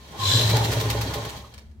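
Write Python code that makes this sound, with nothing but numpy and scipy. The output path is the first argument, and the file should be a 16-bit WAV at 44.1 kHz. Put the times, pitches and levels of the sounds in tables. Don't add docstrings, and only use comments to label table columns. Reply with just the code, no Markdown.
import sys
import numpy as np
from scipy import signal
from scipy.fft import rfft, irfft, next_fast_len
from scipy.io import wavfile
from scipy.ndimage import map_coordinates

SR = 44100
rng = np.random.default_rng(int(sys.argv[2]) if len(sys.argv) > 2 else 0)


def bounce(signal):
    frames = np.transpose(np.atleast_2d(signal))
    limited = np.clip(frames, -1, 1)
    pcm = np.round(limited * 32767).astype(np.int16)
    wavfile.write(sys.argv[1], SR, pcm)


def how_loud(loudness_db):
    steps = np.asarray(loudness_db, float) / 20
    return 10 ** steps


N = 79380
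T = np.arange(N) / SR


def unit(x):
    return x / np.sqrt(np.mean(x ** 2) + 1e-20)


def along(points, hz):
    f, v = np.transpose(points)
    return np.interp(np.log(hz + 1), np.log(f + 1), v)


def curves(rows):
    s, *cols = np.transpose(rows)
    return [np.interp(T, s, c) for c in cols]


def wobble(knots_per_s):
    return map_coordinates(rng.standard_normal(N // 50), [T * knots_per_s])


def sweep(hz):
    return 2 * np.pi * np.cumsum(hz, axis=-1) / SR


def filtered(x, response, mirror="even"):
    edge = SR // 4
    wide = np.pad(x, ((0, 0), (edge, edge)), mode="reflect", reflect_type=mirror)
    m = next_fast_len(N + SR)
    spectrum = rfft(wide, m) * response(np.fft.rfftfreq(m, 1 / SR))
    return irfft(spectrum, m)[..., edge:edge + N]


def ringing(x, peaks):
    def response(f):
        total = 0
        for k, (centre_hz, width_hz, db) in enumerate(peaks):
            damping = 1j * f * width_hz
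            total = total + (-1) ** k * how_loud(db) * damping / (centre_hz ** 2 - f * f + damping)
        return total
    return unit(filtered(x, response))


def coloured(x, spectrum):
    return unit(filtered(x, lambda hz: how_loud(along(spectrum, hz))))


def pair(gain=1):
    return gain * rng.standard_normal((2, N))


# f/Hz, correlation
ALIKENESS = [(60, 0.93), (180, 0.97), (550, 0.76), (1650, 0.0055), (4970, 0.093), (15000, -0.022)]


def spread(two):
    def mid_side(hz):
        turn = np.arccos(np.clip(along(ALIKENESS, hz), -1, 1)) / 2
        return np.array([np.cos(turn), np.sin(turn)])
    mid, side = filtered(two, mid_side, "odd")
    return np.array([mid + side, mid - side])


def bursts(rows):
    fall_20db_s = 0.013
    total = 0
    for s, db, hold_s, rise_s in rows:
        since_hold_s = np.clip(T - s - rise_s - hold_s, 0, 9)
        total = total + how_loud(db - 20 * since_hold_s / fall_20db_s) * np.clip((T - s) / rise_s, 0, 1)
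    return total


# f/Hz, relative density/dB
DRONE_SPECTRUM = [(12, -67), (20, -54.5), (53, 3), (74, -18), (101, -31), (137, -22.5), (181, -22),
                  (308, -36), (345, -35), (8000, -51), (15800, -57.5)]


def drone():
    rumble_db, line_hz, line_width_hz, line_db = -55, 212, 14, -56.5
    line = ringing(pair(), [(line_hz, line_width_hz, 0)])
    return how_loud(rumble_db) * coloured(pair(), DRONE_SPECTRUM) + how_loud(line_db) * line


# t/s, upper level/dB, lower level/dB
FRAME_LEVELS = [(0, -58, -61), (.09, -62.5, -89), (.15, -46, -41), (.18, -48, -52), (.205, -33, -42),
                (.24, -28.5, -50), (.28, -35, -54), (.33, -36, -46), (.41, -40, -52), (.47, -45, -48),
                (.555, -51, -33), (.64, -61, -31), (.676, -59, -39), (.82, -39, -45), (.9, -45, -40.5),
                (.99, -42.5, -37.5), (1.08, -53, -46.5), (1.12, -46, -47), (1.165, -40.5, -37.5),
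                (1.235, -45, -52.5), (1.35, -46.5, -46), (1.43, -58.5, -56), (1.55, -70, -70)]
# f/Hz, width/Hz, relative level/dB
UPPER_MODE = [(1060, 100, 0)]
LOWER_MODE = [(820, 70, 0)]


def frame():
    tone_over_noise_db, drift_hz = 5, 30

    def sung(mode):
        tone = np.sin(sweep(mode[0][0] + drift_hz * np.array([wobble(150), wobble(130)])))
        noise = ringing(ringing(pair(), mode), mode)
        return unit(noise + how_loud(tone_over_noise_db) * unit(tone))

    upper_db, lower_db = curves(FRAME_LEVELS)
    both = how_loud(upper_db) * sung(UPPER_MODE) + how_loud(lower_db) * sung(LOWER_MODE)
    return both * (T < FRAME_LEVELS[-1][0])


# t/s, body level/dB, hiss level/dB
RUN_LEVELS = [(0.0, -58, -55.5), (0.16, -45.5, -47.5), (0.24, -40, -35), (0.366, -36.5, -47),
              (0.41, -34.5, -34), (0.5, -34, -29.5), (0.576, -29.5, -35), (0.746, -32.5, -33.5),
              (0.966, -36, -37.5), (1.172, -39.5, -40), (1.242, -41.5, -41.5), (1.352, -45.5, -43.5),
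              (1.448, -52, -53), (1.638, -61.5, -66.5), (1.8, -75.5, -80)]
# f/Hz, width/Hz, relative level/dB
BODY_MODES = [(270, 37, 1), (413, 40, 4), (590, 81, -3), (945.6, 45, 3.5), (1437, 29, 0), (1800, 290, -5),
              (2420, 160, -17.5)]
# f/Hz, relative density/dB
BODY_SPECTRUM = [(35, -22), (76, -12), (130, -2), (230, -13), (426, -14), (588, -11), (1640, -29.5),
                 (2500, -63), (3250, -82.5), (5500, -120)]
# f/Hz, relative density/dB
HISS_SPECTRUM = [(710, -22), (1200, -4), (1640, -11), (1810, -5.5), (2500, -5), (3270, -2.5), (4150, -5.5),
                 (4930, -14.5), (5490, -5), (9940, -16), (12700, -15.5), (15800, -18.5)]
# f/Hz, width/Hz, relative level/dB
HISS_MODES = [(1820, 66, 0), (2325, 43, 0.5), (3226, 65, 6), (3820, 130, 0.5), (4145, 200, 1.5),
              (4666, 330, -2), (5400, 140, -8), (6430, 51, -2)]
# f/Hz, width/Hz, relative level/dB
RUMBLE_MODE = [(68.9, 45, 0)]
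# t/s, level/dB
RUMBLE_LEVELS = [(0, -46.5), (.2, -49.5), (.5, -38), (.75, -38), (1.0, -32.5), (1.2, -43.5), (1.42, -43.5),
                 (1.54, -54), (1.58, -38.5), (1.62, -52), (1.655, -45), (1.715, -40), (1.742, -56),
                 (1.77, -37), (1.8, -47)]


def gears():
    body_broad_db, body_trim_db, body_shake_db = 4, 2.5, 1.3
    hiss_ring_db, hiss_trim_db, hiss_shake_db, ring_shake_db = -1.5, 1.25, 0.96, 3.5
    waver_hz, tone_over_noise_db = 5, 5
    body_db, hiss_db = curves(RUN_LEVELS)
    rumble_db, = curves(RUMBLE_LEVELS)

    body = unit(ringing(pair(), BODY_MODES) + how_loud(body_broad_db) * coloured(pair(), BODY_SPECTRUM))
    body_gain = how_loud(body_db + body_trim_db + body_shake_db * wobble(30.28))

    broad_hiss = coloured(pair(how_loud(hiss_shake_db * wobble(150))), HISS_SPECTRUM)
    ringing_hiss = ringing(pair(how_loud(ring_shake_db * wobble(60.85))), HISS_MODES)
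    hiss = unit(broad_hiss + how_loud(hiss_ring_db) * ringing_hiss)

    tone = np.sin(sweep(RUMBLE_MODE[0][0] + waver_hz * wobble(20)))
    low_noise = ringing(ringing(pair(), RUMBLE_MODE), RUMBLE_MODE)
    rumble = unit(low_noise + how_loud(tone_over_noise_db) * unit(tone))
    return body_gain * body + how_loud(hiss_db + hiss_trim_db) * hiss + how_loud(rumble_db) * rumble


# t/s, whine level/dB, whirr level/dB
LOAD_LEVELS = [(.12, -55, -64), (.172, -60, -71), (.2, -36.5, -45), (.252, -27.5, -28), (.3, -22, -27),
               (.35, -21, -25), (.39, -23.5, -25.5), (.46, -30, -29), (.53, -36, -33.5), (.6, -39, -38),
               (.69, -40, -44), (.8, -44, -50)]
# f/Hz, width/Hz, relative level/dB
WHINE_MODES = [(1631, 88, -12.5), (3150, 27, -1.5), (3437, 31, 0.5), (3673, 200, -6), (4990, 170, -9.5),
               (5610, 140, -13.5), (6220, 68, -20.5), (6810, 70, -14.5), (7630, 37, -8)]
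# f/Hz, relative density/dB
WHINE_SPECTRUM = [(760, -55.5), (1300, -26.5), (1620, -25.5), (2540, -19), (3300, -9.5), (3980, -9),
                  (4320, -17.5), (7760, -17.5), (9770, -31), (12400, -23.5), (15800, -36.5)]


def motor():
    mains_hz, mains_depth, fade_in_s, fade_out_s = 50.83, 0.057, 0.033, 0.13
    whine_broad_db, whine_shake_db = 0.5, 1.5
    whirr_mode = [(4020, 180, 0)]  # f/Hz, width/Hz, dB
    whine_db, whirr_db = curves(LOAD_LEVELS)
    fade_out = np.clip((LOAD_LEVELS[-1][0] - T) / fade_out_s, 0, 1)
    fade_in = np.clip((T - LOAD_LEVELS[0][0]) / fade_in_s, 0, 1)

    cycles = mains_hz * T + 0.075 * wobble(20)
    pulse = 1 + mains_depth * np.sin(2 * np.pi * cycles)
    whine = ringing(pair(pulse), WHINE_MODES)
    whine = unit(whine + how_loud(whine_broad_db) * coloured(pair(pulse), WHINE_SPECTRUM))

    count = np.floor(cycles)
    ticks = np.diff(count, prepend=count[0])
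    sparks = unit(ticks * (1 + 0.17 * rng.standard_normal((2, N)))) + pair(pulse)
    whirr = ringing(ringing(sparks, whirr_mode), whirr_mode)
    whine_gain = how_loud(whine_db + whine_shake_db * wobble(20.3))
    return fade_in * fade_out * (whine_gain * whine + how_loud(whirr_db) * whirr)


# t/s, f/Hz, rms level/dB
HUM_TRACK = [(0.12, 102.3, -69), (0.178, 94.3, -55), (0.194, 101.5, -35.5), (0.298, 102.1, -23),
             (0.326, 95.5, -44), (0.338, 102, -26.5), (0.362, 112, -16), (0.386, 110, -28),
             (0.446, 115.6, -21), (0.462, 110, -15), (0.478, 108.7, -25.5), (0.558, 114.6, -19),
             (0.6, 109.8, -27.5), (0.608, 112.2, -21), (0.684, 110.6, -28), (0.7, 110.6, -21.5),
             (0.712, 113.3, -29), (0.728, 111, -30), (0.74, 113.3, -63), (0.772, 111.7, -19.5),
             (0.824, 108.7, -33), (0.836, 112.2, -46), (0.844, 113, -26.5), (0.876, 111.4, -23.5),
             (0.948, 113.6, -33), (0.956, 114.8, -26.5), (1.04, 110.2, -28.5), (1.052, 103.5, -42),
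             (1.094, 106.8, -27), (1.158, 117.5, -93), (1.166, 117.6, -34.5), (1.246, 110, -37),
             (1.29, 113, -38.5), (1.298, 108, -49), (1.326, 115.6, -51), (1.342, 107, -65),
             (1.362, 114.4, -49), (1.522, 112.3, -51), (1.53, 114.5, -61), (1.55, 107.7, -43)]


def hum():
    jitter_hz, shake_db = 2.54, 0.6
    hz, db = curves(HUM_TRACK)
    phase = sweep(hz + jitter_hz * wobble(30))
    sounding = (T > HUM_TRACK[0][0]) * (T < HUM_TRACK[-1][0])
    return np.sqrt(2) * how_loud(db + shake_db * wobble(37.0)) * np.sin(phase) * sounding


# t/s, f/Hz, rms level/dB
CLIMB_TRACK = [(.26, 1400, -64), (.3, 1470, -40.5), (.335, 1610, -37.5), (.36, 1660, -37), (.41, 1680, -53),
               (.45, 1690, -61.5)]


def climb():
    waver_hz = 70
    hz, db = curves(CLIMB_TRACK)
    phase = sweep(hz + waver_hz * np.array([wobble(150), wobble(150)]))
    sounding = (T > CLIMB_TRACK[0][0]) * (T < CLIMB_TRACK[-1][0])
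    return np.sqrt(2) * how_loud(db) * np.sin(phase) * sounding


# t/s, relative level/dB, centre f/Hz
KNOCK_EVENTS = [(.333, -21, 380), (.396, -20, 430.4), (.533, -12, 557), (.609, -15.5, 824),
                (.689, -19.5, 380), (.724, -17.5, 486), (.767, -14.5, 520), (.812, -19.5, 454),
                (0.852, -15.5, 414), (.947, -14, 526), (1.058, -22, 270), (1.107, -23, 1065),
                (1.154, -16, 500), (1.18, -19.5, 590), (1.247, -25.5, 390), (1.349, -32, 833),
                (1.441, -28.5, 1163)]
# f/Hz, relative level/dB, t60/s
BED_MODES = [(270, -3, 0.11), (380, -9, 0.12), (427, 0, 0.076), (581.4, 2.5, 0.044), (829, -10, 0.041),
             (929, -2.5, 0.034), (1082, 1, 0.034), (1200, -2, 0.037)]


def knocks():
    mode_spread_db, focus_db_per_oct, detune, attack_s = 1.5, 10, 0.016, 0.0042
    out, t = np.zeros(N + SR), T[:SR // 5]
    hz, level_db, t60_s = np.transpose(BED_MODES)[:, :, None]
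    chance = rng.standard_normal((len(KNOCK_EVENTS), len(BED_MODES), 1))
    for (s, db, centre_hz), draw in zip(KNOCK_EVENTS, chance):
        off_centre_db = focus_db_per_oct * abs(np.log2(hz / centre_hz))
        gain = how_loud(level_db + mode_spread_db * draw - off_centre_db)
        gain = gain / np.linalg.norm(gain)
        modes = gain * how_loud(-60 * t / t60_s) * np.sin(2 * np.pi * hz * (1 + detune * draw) * t)
        out[round(s * SR):][:len(t)] += how_loud(db) * modes.sum(axis=0) * (1 - np.exp(-t / attack_s))
    return out[:N]


# f/Hz, t60/s
ROOM_DECAY = [(200, 0.2), (2000, 0.3), (10000, 0.2)]


def room(x):
    delay_samples = 200
    hz, t, z = signal.stft(rng.standard_normal((2, SR // 2)), SR, nperseg=256)
    decay = how_loud(-60 * t / along(ROOM_DECAY, hz)[:, None])
    tail = signal.istft(z * decay, SR, nperseg=256)[1]
    tail = tail / np.linalg.norm(tail[0])
    late = np.pad(x, ((0, 0), (delay_samples, 0)))
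    return spread(signal.fftconvolve(late, tail, axes=1)[:, :N])


# t/s, relative level/dB, hold/s, rise/s
NEEDLE_EVENTS = [(0.406, -22, 0.016, 0.006), (0.49, -20.5, 0.02, 0.006), (0.5602, -16.5, 0.0071, 0.006),
                 (0.6344, -19.5, 0.015, 0.006), (0.714, -20.5, 0.014, 0.0056), (0.7985, -20, 0.012, 0.006),
                 (0.895, -16.5, 0.0092, 0.0062), (1.0095, -18.5, 0.01, 0.003), (1.102, -35, 0.0092, 0.0054),
                 (1.135, -22.5, 0.011, 0.004), (1.248, -29, 0.005, 0.002), (1.285, -30.5, 0.015, 0.006),
                 (1.3626, -35, 0.0097, 0.0068)]
# f/Hz, relative density/dB
NEEDLE_SPECTRUM = [(150, -46), (410, -21), (700, -15.5), (1010, -4), (1530, -10), (1840, -6), (3140, -7),
                   (3620, -4), (8670, -14.5), (9880, -20.5), (12000, -13), (15800, -17)]


def needle():
    level_db, grit_db, grit_per_s = -8.5, 4, 600
    grit = how_loud(grit_db * wobble(grit_per_s))
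    return how_loud(level_db) * bursts(NEEDLE_EVENTS) * coloured(pair(grit), NEEDLE_SPECTRUM)


# t/s, relative level/dB, hold/s, rise/s
CLICK_EVENTS = [(1.538, -38.5, 0.0075, 0.0014), (1.578, -37.5, 0.0071, 0.0016),
                (1.712, -58.5, 0.00625, 0.0023)]
# f/Hz, relative density/dB
CLICK_SPECTRUM = [(410, -19), (700, -11), (3970, -9), (4290, -7.5), (10000, -21.5), (15800, -23)]
# f/Hz, relative level/dB, t60/s
CLICK_RINGS = [(1710, 0, 0.04), (2280, 1, .03), (3106, -1, 0.027), (4221, 0, .04), (5300, -6.5, 0.05),
               (8660, -3.5, 0.051)]


def clicks():
    scrape_db, ring_db, mode_spread_db, attack_s = -7.0, -8.5, 2, 0.00084
    grit_db, grit_per_s = 4, 600
    grit = how_loud(grit_db * wobble(grit_per_s))
    out = how_loud(scrape_db) * bursts(CLICK_EVENTS) * coloured(pair(grit), CLICK_SPECTRUM)
    t = T[:SR // 10]
    hz, level_db, t60_s = np.transpose(CLICK_RINGS)[:, :, None]
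    chance = rng.standard_normal((len(CLICK_EVENTS), 2, len(CLICK_RINGS), 1))
    for (s, db, *_), draw in zip(CLICK_EVENTS, chance):
        gain = how_loud(db + ring_db + level_db + mode_spread_db * draw - 60 * t / t60_s)
        modes = gain * np.sin(2 * np.pi * hz * t + draw)
        ring = modes.sum(axis=1) * (1 - np.exp(-t / attack_s))
        piece = out[:, round(s * SR):][:, :len(t)]
        piece += ring[:, :piece.shape[1]]
    return out


def scene():
    room_db = -7
    hits = spread(needle() + clicks()) + knocks()
    machine = spread(motor() + climb() + frame() + gears() + drone())
    return machine + hits + how_loud(room_db) * room(hits) + hum()


def low_pass(x):
    return signal.sosfilt(signal.butter(12, 16000, fs=SR, output="sos"), x)


# f/Hz, left minus right/dB
MIC_LEAN = [(60, -2.5), (180, 2.5), (550, -0.5), (1650, -1.5), (4970, 0), (15000, -1)]


def record(dry):
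    low_hz, top_hz = 46, 16000

    def response(hz):
        lean = how_loud(np.array([[.5], [-.5]]) * along(MIC_LEAN, hz))
        return lean * (hz < top_hz) / np.sqrt(1 + (low_hz / (hz + 1)) ** 4)

    mix = filtered(dry, response, "odd")
    return low_pass(mix)


dry = scene()
out = record(dry)
bounce(out)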